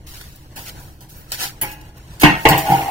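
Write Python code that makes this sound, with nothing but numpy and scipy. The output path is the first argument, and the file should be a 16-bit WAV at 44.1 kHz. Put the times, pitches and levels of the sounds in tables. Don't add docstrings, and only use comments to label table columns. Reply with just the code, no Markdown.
import sys
import numpy as np
from scipy import signal
from scipy.fft import rfft, irfft, next_fast_len
from scipy.io import wavfile
from scipy.ndimage import uniform_filter1d

SR = 44100
rng = np.random.default_rng(int(sys.argv[2]) if len(sys.argv) > 2 else 0)


def persist_wave(psi):
    counts = np.round(np.clip(psi, -1, 1) * 32767).astype(np.int16)
    wavfile.write(sys.argv[1], SR, np.atleast_2d(counts).T)


def ratio(d):
    e = np.asarray(d, float) / 20
    return 10 ** e


N = 127890

# frequency in Hz, density in dB per Hz.
YARD_SPECTRUM = [(12, -18), (20, 10), (130, -2), (270, -19), (310, -10.5), (377, -16), (499, -18),
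                 (949, -20.5), (16000, -36.5)]
# time in seconds, level in dB.
RAIN_SWELL = [(0, -6), (.1, -1), (0.451, -0.5), (0.75, 8.5), (.97, -1), (1.28, 4.5), (1.58, 5.5),
              (1.75, 1.5), (1.97, 2.5), (2.1, 7.5), (2.9, 15.5)]
# frequency in Hz, width in Hz, level in dB.
DRONE_LINES = [(79, 22, -51), (129.5, 15, -48), (311, 14, -57)]
# start in seconds, length in seconds, level in dB,
# place of the peak from 0 to 1, brightness in dB per octave.
RUBS = [(0.062, 0.4, -37, 0.02, 3.5), (0.132, 0.24, -38.5, 0.03, 1.5), (0.354, 0.015, -31.5, 0.55, 14),
        (0.555, 0.18, -30, 0.05, 5.5), (0.625, 0.098, -30.5, 0.67, 2), (0.77, 0.23, -41, 0.14, 6),
        (1.006, 0.071, -38.5, 0, 5.5), (1.079, 0.16, -38.5, 0.13, 6.5), (1.159, 0.12, -34, 0.1, 18),
        (1.27, 0.06, -39, 0.8, 3), (1.319, 0.07, -21.5, 0, 2.5), (1.356, .15, -19, 0.53, 2),
        (1.631, 0.12, -29, 0, 5), (1.71, 0.055, -30.5, 0.08, 7.5), (1.811, 0.012, -38.5, 0, 3),
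        (1.961, 0.032, -40.5, 0.6, 8.5), (2.198, 0.043, -21.5, 0, 6), (2.208, 0.083, -19.5, 0.07, 1.5),
        (2.252, 0.91, -29, 0.35, 5.5), (2.5, 0.21, -44, 0.3, 29), (0.209, 0.016, -33.5, 0.2, 1),
        (2.482, 0.049, -23.5, 0.6, 14), (2.582, 0.068, -23, 0, 5.5), (2.604, 0.41, -25.5, 0.29, 6.5)]
# frequency in Hz, density in dB per Hz.
RUB_SPECTRUM = [(180, -6.5), (300, -4), (961, -1.5), (1250, -0.5), (1460, 2), (4090, -1.5), (4830, -0.5),
                (7950, -9), (16000, -8.5)]
# start in seconds, dense ring in dB, bright snap in dB,
# ring T60 in seconds, contact in seconds.
BLOWS = [
    (0.561, -32.5, -83, 0.24, 0.017),
    (1.3186, -62, -21, 0.056, 0.0018),
    (1.613, -32, -15, 0.58, 0.015),
    (1.619, -28, -18, 0.3, 0.021),
    (2.217, -21, -14, 0.45, 0.0045),
    (2.233, -5, -11.5, 0.39, 0.0023),
    (2.452, -7, -23, 0.31, 0.0022),
    (2.512, -13.5, -46, 0.41, 0.012),
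    (2.64, -14, -48, 0.81, 0.41),
]
# frequency in Hz, density in dB per Hz.
DOME_SPECTRUM = [(200, -7), (560, -17), (850, -7.5), (1200, -12.5), (1600, -13.5), (2200, -9.5),
                 (2900, -14), (3800, -24), (9000, -40)]
# frequency in Hz, density in dB per Hz.
SNAP_SPECTRUM = [(1760, -22), (3000, -19), (3600, -26.5), (7250, -22.5), (8820, -34), (10700, -7),
                 (16000, -13)]
# mode in Hz, level in dB, T60 in seconds.
KNOCK_MODES = [(750, -4, 0.25), (810, 0, 0.24), (980, 2, 0.18), (510, -1, 0.092)]
# start in seconds, level in dB, rise in seconds.
KNOCKS = [(.578, -49, .01), (.795, -44, 0.0087), (1.01, -47, 0.0063), (1.415, -28.5, 0.025),
          (2.535, -13.5, 0.019)]
# mode in Hz, level in dB, T60 in seconds.
TICK_MODES = [(120, -26.5, 0.13), (310, -40, 0.81), (690, -53, 0.24), (834, -29.5, 0.57), (866, -35, 0.65),
              (1001, -38, 0.39), (1669, -37, 0.67), (2260, -29, 0.32), (2510, -34, 0.49), (2664, -36, 0.4),
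              (2760, -51, 0.21), (2840, -41, 0.82)]
FIRST_MODES = [(61, -37, 0.22), (144.5, -5.5, 0.31), (176.4, -14.5, 0.39), (226, -1.5, 0.072),
               (300, 0.5, 0.21), (466, -17, 0.082), (820, -14.5, 0.36), (898, -19.5, 0.66),
               (1556, -17, 0.26), (1610, -30, 0.27), (1860, -16, 0.69), (2180, -5.5, 0.26),
               (2515, -15, 0.22), (2820, -19, 0.22)]
SECOND_MODES = [(124.3, -12.5, 0.35), (314, -8.5, 0.16), (454, -11, 0.2), (651, -19, 0.95), (692, -24, 0.2),
                (777, -20, 0.65), (804.7, -12, 0.51), (870, -3, 0.23), (904, -14, 0.43), (996, -19.5, 0.36),
                (1078, -14.5, 0.34), (2625, -26, 0.25), (2847, -22.5, 0.13)]
THUD_MODES = [(60, -22, 0.3), (139.6, -12, 0.36), (164.7, -18, 0.4), (309.3, -12, 0.3), (431, -25, 0.48),
              (776, -10, 0.32)]
LAST_MODES = [(53, -29, 0.3), (135.5, -14, 0.39), (178, -14.5, 0.24), (293, -24.5, 0.57),
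              (341, -20.5, 0.36), (468, -24, 0.48)]
CLANK_STARTS = [1.628, 2.233, 2.452, 2.503, 2.692]
CLANK_RISES = [0.0051, 0.0015, 0.0041, 0.0083, 0.0099]
# start in seconds,
# level in dB, T60 in seconds, brightness in dB per octave.
RIM_TICKS = [(1.3187, -11, .012, -3), (1.3232, -26, .05, -4), (1.3507, -26, .018, -3)]
CHINKS = [(2.4875, -9.5, 0.14, 5), (2.5784, -9.5, 0.11, 14)]
# frequency in Hz, density in dB per Hz.
CHINK_SPECTRUM = [(1200, -50), (4700, 4.5), (5700, -7), (6800, -5), (8600, -2), (9700, -17), (13400, -4),
                  (16000, -9)]
# frequency in Hz, level in dB, width in Hz.
ROCKING_LINES = [(716, -2.5, 140), (787.6, 4.5, 16), (844, 3, 23), (905, -13, 7.3), (934, -5, 10)]
# time in seconds, level in dB.
ROCKING_SWELL = [(2.6, -48), (2.65, -28.5), (2.69, -17.5), (2.724, -12.5), (2.746, -10), (2.77, -19.5),
                 (2.81, -18), (2.84, -26.5), (2.9, -20.5)]
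# frequency in Hz, phase in radians.
PORT_PHASE = [(0, 0), (20, -.15), (900, -.3), (1460, -5.3), (10150, -15 * np.pi), (15270, -23 * np.pi),
              (22050, -33.6 * np.pi)]
# frequency in Hz, coherence from 0 to 1.
PORT_COHERENCE = [(60, .96), (400, .93), (900, .78), (1500, .35), (6000, .25), (9700, .4), (10050, .985),
                  (16000, .985)]


def evened(x):
    return x / np.sqrt(np.mean(x ** 2) + 1e-20)


def read(points, hz):
    f, value = np.transpose(points)
    return np.interp(np.log(hz + 1), np.log(f + 1), value)


def add(mix, s, sound):
    part = mix[round(s * SR):][:len(sound)]
    part += sound[:len(part)]


def coloured(x, spectrum, tilt_db=0.):
    hz = np.fft.rfftfreq(len(x), 1 / SR)
    gain_db = read(spectrum, hz) + tilt_db * np.log2((hz + 100) / 4000)
    return evened(irfft(rfft(x) * ratio(gain_db), len(x)))


def resonate(x, hz, width):
    turn = np.exp(2j * np.pi * hz * np.arange(len(x)) / SR)
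    r = np.exp(-np.pi * width / SR)
    return evened((turn * signal.lfilter([1 - r], [1, -r], x / turn)).real)


def yard():
    frames, hz = N // 256 + 5, np.fft.rfftfreq(1024, 1 / SR)
    a, b, patches = rng.standard_normal((frames, 513, 3)).T
    patches = evened(uniform_filter1d(uniform_filter1d(patches, 20, 0), 12, 1))
    swell = evened(uniform_filter1d(rng.standard_normal(frames), 8))
    rain_db = np.interp(np.arange(frames) * 256 / SR, *np.transpose(RAIN_SWELL))
    level_db = read(YARD_SPECTRUM, hz)[:, None] + 0.45 * patches + 1.9 * swell
    level_db = level_db + np.outer(hz / (hz + 300), rain_db)
    z = (a + 1j * b) * ratio(level_db)
    drone = sum(ratio(db) * resonate(rng.standard_normal(N), f, w) for f, w, db in DRONE_LINES)
    return ratio(-39.5) * evened(signal.istft(z, nperseg=1024, noverlap=768)[1][:N]) + drone


def rub(start, length, level_db, place, tilt_db):
    grit_db, grit_per_s, grit_share = 3, 2900, 0.43
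    n = SR // 2
    noise, draw, size = rng.standard_normal(n), rng.random(n), rng.exponential(1, n)
    grit = np.sign(noise) * (draw < grit_per_s / SR) * ratio(grit_db * np.minimum(size, 5))
    rough = (1 - grit_share) * noise + grit_share * evened(grit)
    u, place = np.arange(n) / SR / length, np.clip(place, .01, .95)
    swell = np.sin(np.pi / 2 * np.minimum(u / place, 1)) ** 2
    fade = ratio(-18 * np.maximum((u - place) / (1 - place), 0) ** 1.3)
    shape = np.where(u < place, swell, fade)
    return start, ratio(level_db) * shape * coloured(rough, RUB_SPECTRUM, tilt_db)


def dome():
    hz = np.linspace(250, 9000, num=700) + rng.uniform(-7.5, 6.74, 700)
    t = np.arange(SR // 3) / SR
    size = ratio(read(DOME_SPECTRUM, hz) + 3.8 * rng.standard_normal(700))
    waves = np.sin(2 * np.pi * (hz[:, None] * t + rng.random((700, 1))))
    return size @ (waves * ratio(-14 * np.outer(hz / 3000, t)))


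def blow(sheet, start, ring_db, snap_db, t60, contact):
    settle = 1500
    noise, t = rng.standard_normal((3, len(sheet))), np.arange(len(sheet) - settle) / SR
    ring = signal.fftconvolve(noise[0, :settle], sheet)[settle:len(sheet)]
    wash = coloured(noise[2, settle:], DOME_SPECTRUM)
    ring = ring / np.std(ring[:2000]) + 0.8 * wash
    ring = ring * (1 - np.exp(-t / (0.3 * contact))) * ratio(ring_db - 60 * t / t60)
    ring = ring * np.minimum((t[-1] - t) / 0.027, 1)
    fade = np.exp(-(t / contact) ** 2) + ratio(-15 - 60 * t / 0.23)
    snap = np.minimum(t / 0.00039, 1) * fade * coloured(noise[1, settle:], SNAP_SPECTRUM)
    return start, ring + ratio(snap_db) * snap


def clank(modes, rise):
    wobble, wobble_s = 0.3, 0.02
    t, span = np.arange(SR // 2) / SR, round(wobble_s * SR)
    sway = rng.standard_normal((len(modes), 2, len(t)))
    sway = uniform_filter1d(uniform_filter1d(sway, span), span)
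    sway = sway / sway.std()
    total = np.zeros(len(t))
    for k, ((hz, db, t60), (a, b)) in enumerate(zip(modes, sway)):
        angle = 2 * np.pi * hz * t
        wave = (1 + wobble * a) * np.sin(angle) + wobble * b * np.cos(angle)
        total += (-1) ** k * ratio(db - 60 * t / t60) * wave
    return (1 - np.exp(-t / rise)) * total


def chink(start, level_db, t60, tilt_db):
    t = np.arange(SR // 5) / SR
    envelope = ratio(level_db - 60 * t / t60) * np.minimum(t / 0.00015, 1)
    return start, envelope * coloured(rng.standard_normal(len(t)), CHINK_SPECTRUM, tilt_db)


def rocking():
    beat_s, blur = 2.7245, 0.4
    s, level_db = np.transpose(ROCKING_SWELL)
    t = np.arange(s[0], N / SR, 1 / SR)
    lines = np.zeros(len(t))
    for f, db, width in ROCKING_LINES:
        unsteady = resonate(rng.standard_normal(len(t)), f, width)
        lines += ratio(db) * (np.sin(2 * np.pi * f * (t - beat_s)) + blur * unsteady)
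    return s[0], evened(lines) * ratio(np.interp(t, s, level_db)) * np.minimum((t - s[0]) / 0.022, 1)


def scene():
    mix, sheet = yard(), dome()
    for row in RUBS:
        add(mix, *rub(*row))
    for row in BLOWS:
        add(mix, *blow(sheet, *row))
    clanks = [TICK_MODES, FIRST_MODES, SECOND_MODES, THUD_MODES, LAST_MODES]
    for s, modes, rise in zip(CLANK_STARTS, clanks, CLANK_RISES):
        add(mix, s, clank(modes, rise))
    for s, level_db, rise in KNOCKS:
        add(mix, s, ratio(level_db) * clank(KNOCK_MODES, rise))
    add(mix, *rocking())
    for row in CHINKS + RIM_TICKS:
        add(mix, *chink(*row))
    return np.array([mix, mix])


def top_cut(x):
    return signal.sosfilt(signal.butter(12, 16410, fs=SR, output="sos"), x)


def record(dry):
    clip, edge_hz = 1.03, 15760
    bins, _, z = signal.stft(dry, SR, nperseg=256, noverlap=192)
    wander = uniform_filter1d(rng.standard_normal(z.shape), size=24, axis=2)
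    wander = evened(uniform_filter1d(wander, size=9, axis=1))
    spread = np.sqrt(-np.log(read(PORT_COHERENCE, bins)))[:, None]
    turned = signal.istft(z * np.exp(1j * wander * spread), nperseg=256, noverlap=192)[1][:, :N]
    size = next_fast_len(N + 4096)
    hz = np.fft.rfftfreq(size, 1 / SR)
    lag = np.exp(1j * np.outer([1, 0], np.interp(hz, *np.transpose(PORT_PHASE))))
    band = 0.015 + 0.94 / (1 + (hz / edge_hz) ** 200)
    ports = irfft(lag * rfft(turned, size) * band, size)[:, :N]
    return top_cut(np.clip(ports, -clip, clip))


dry = scene()
out = record(dry)
persist_wave(out)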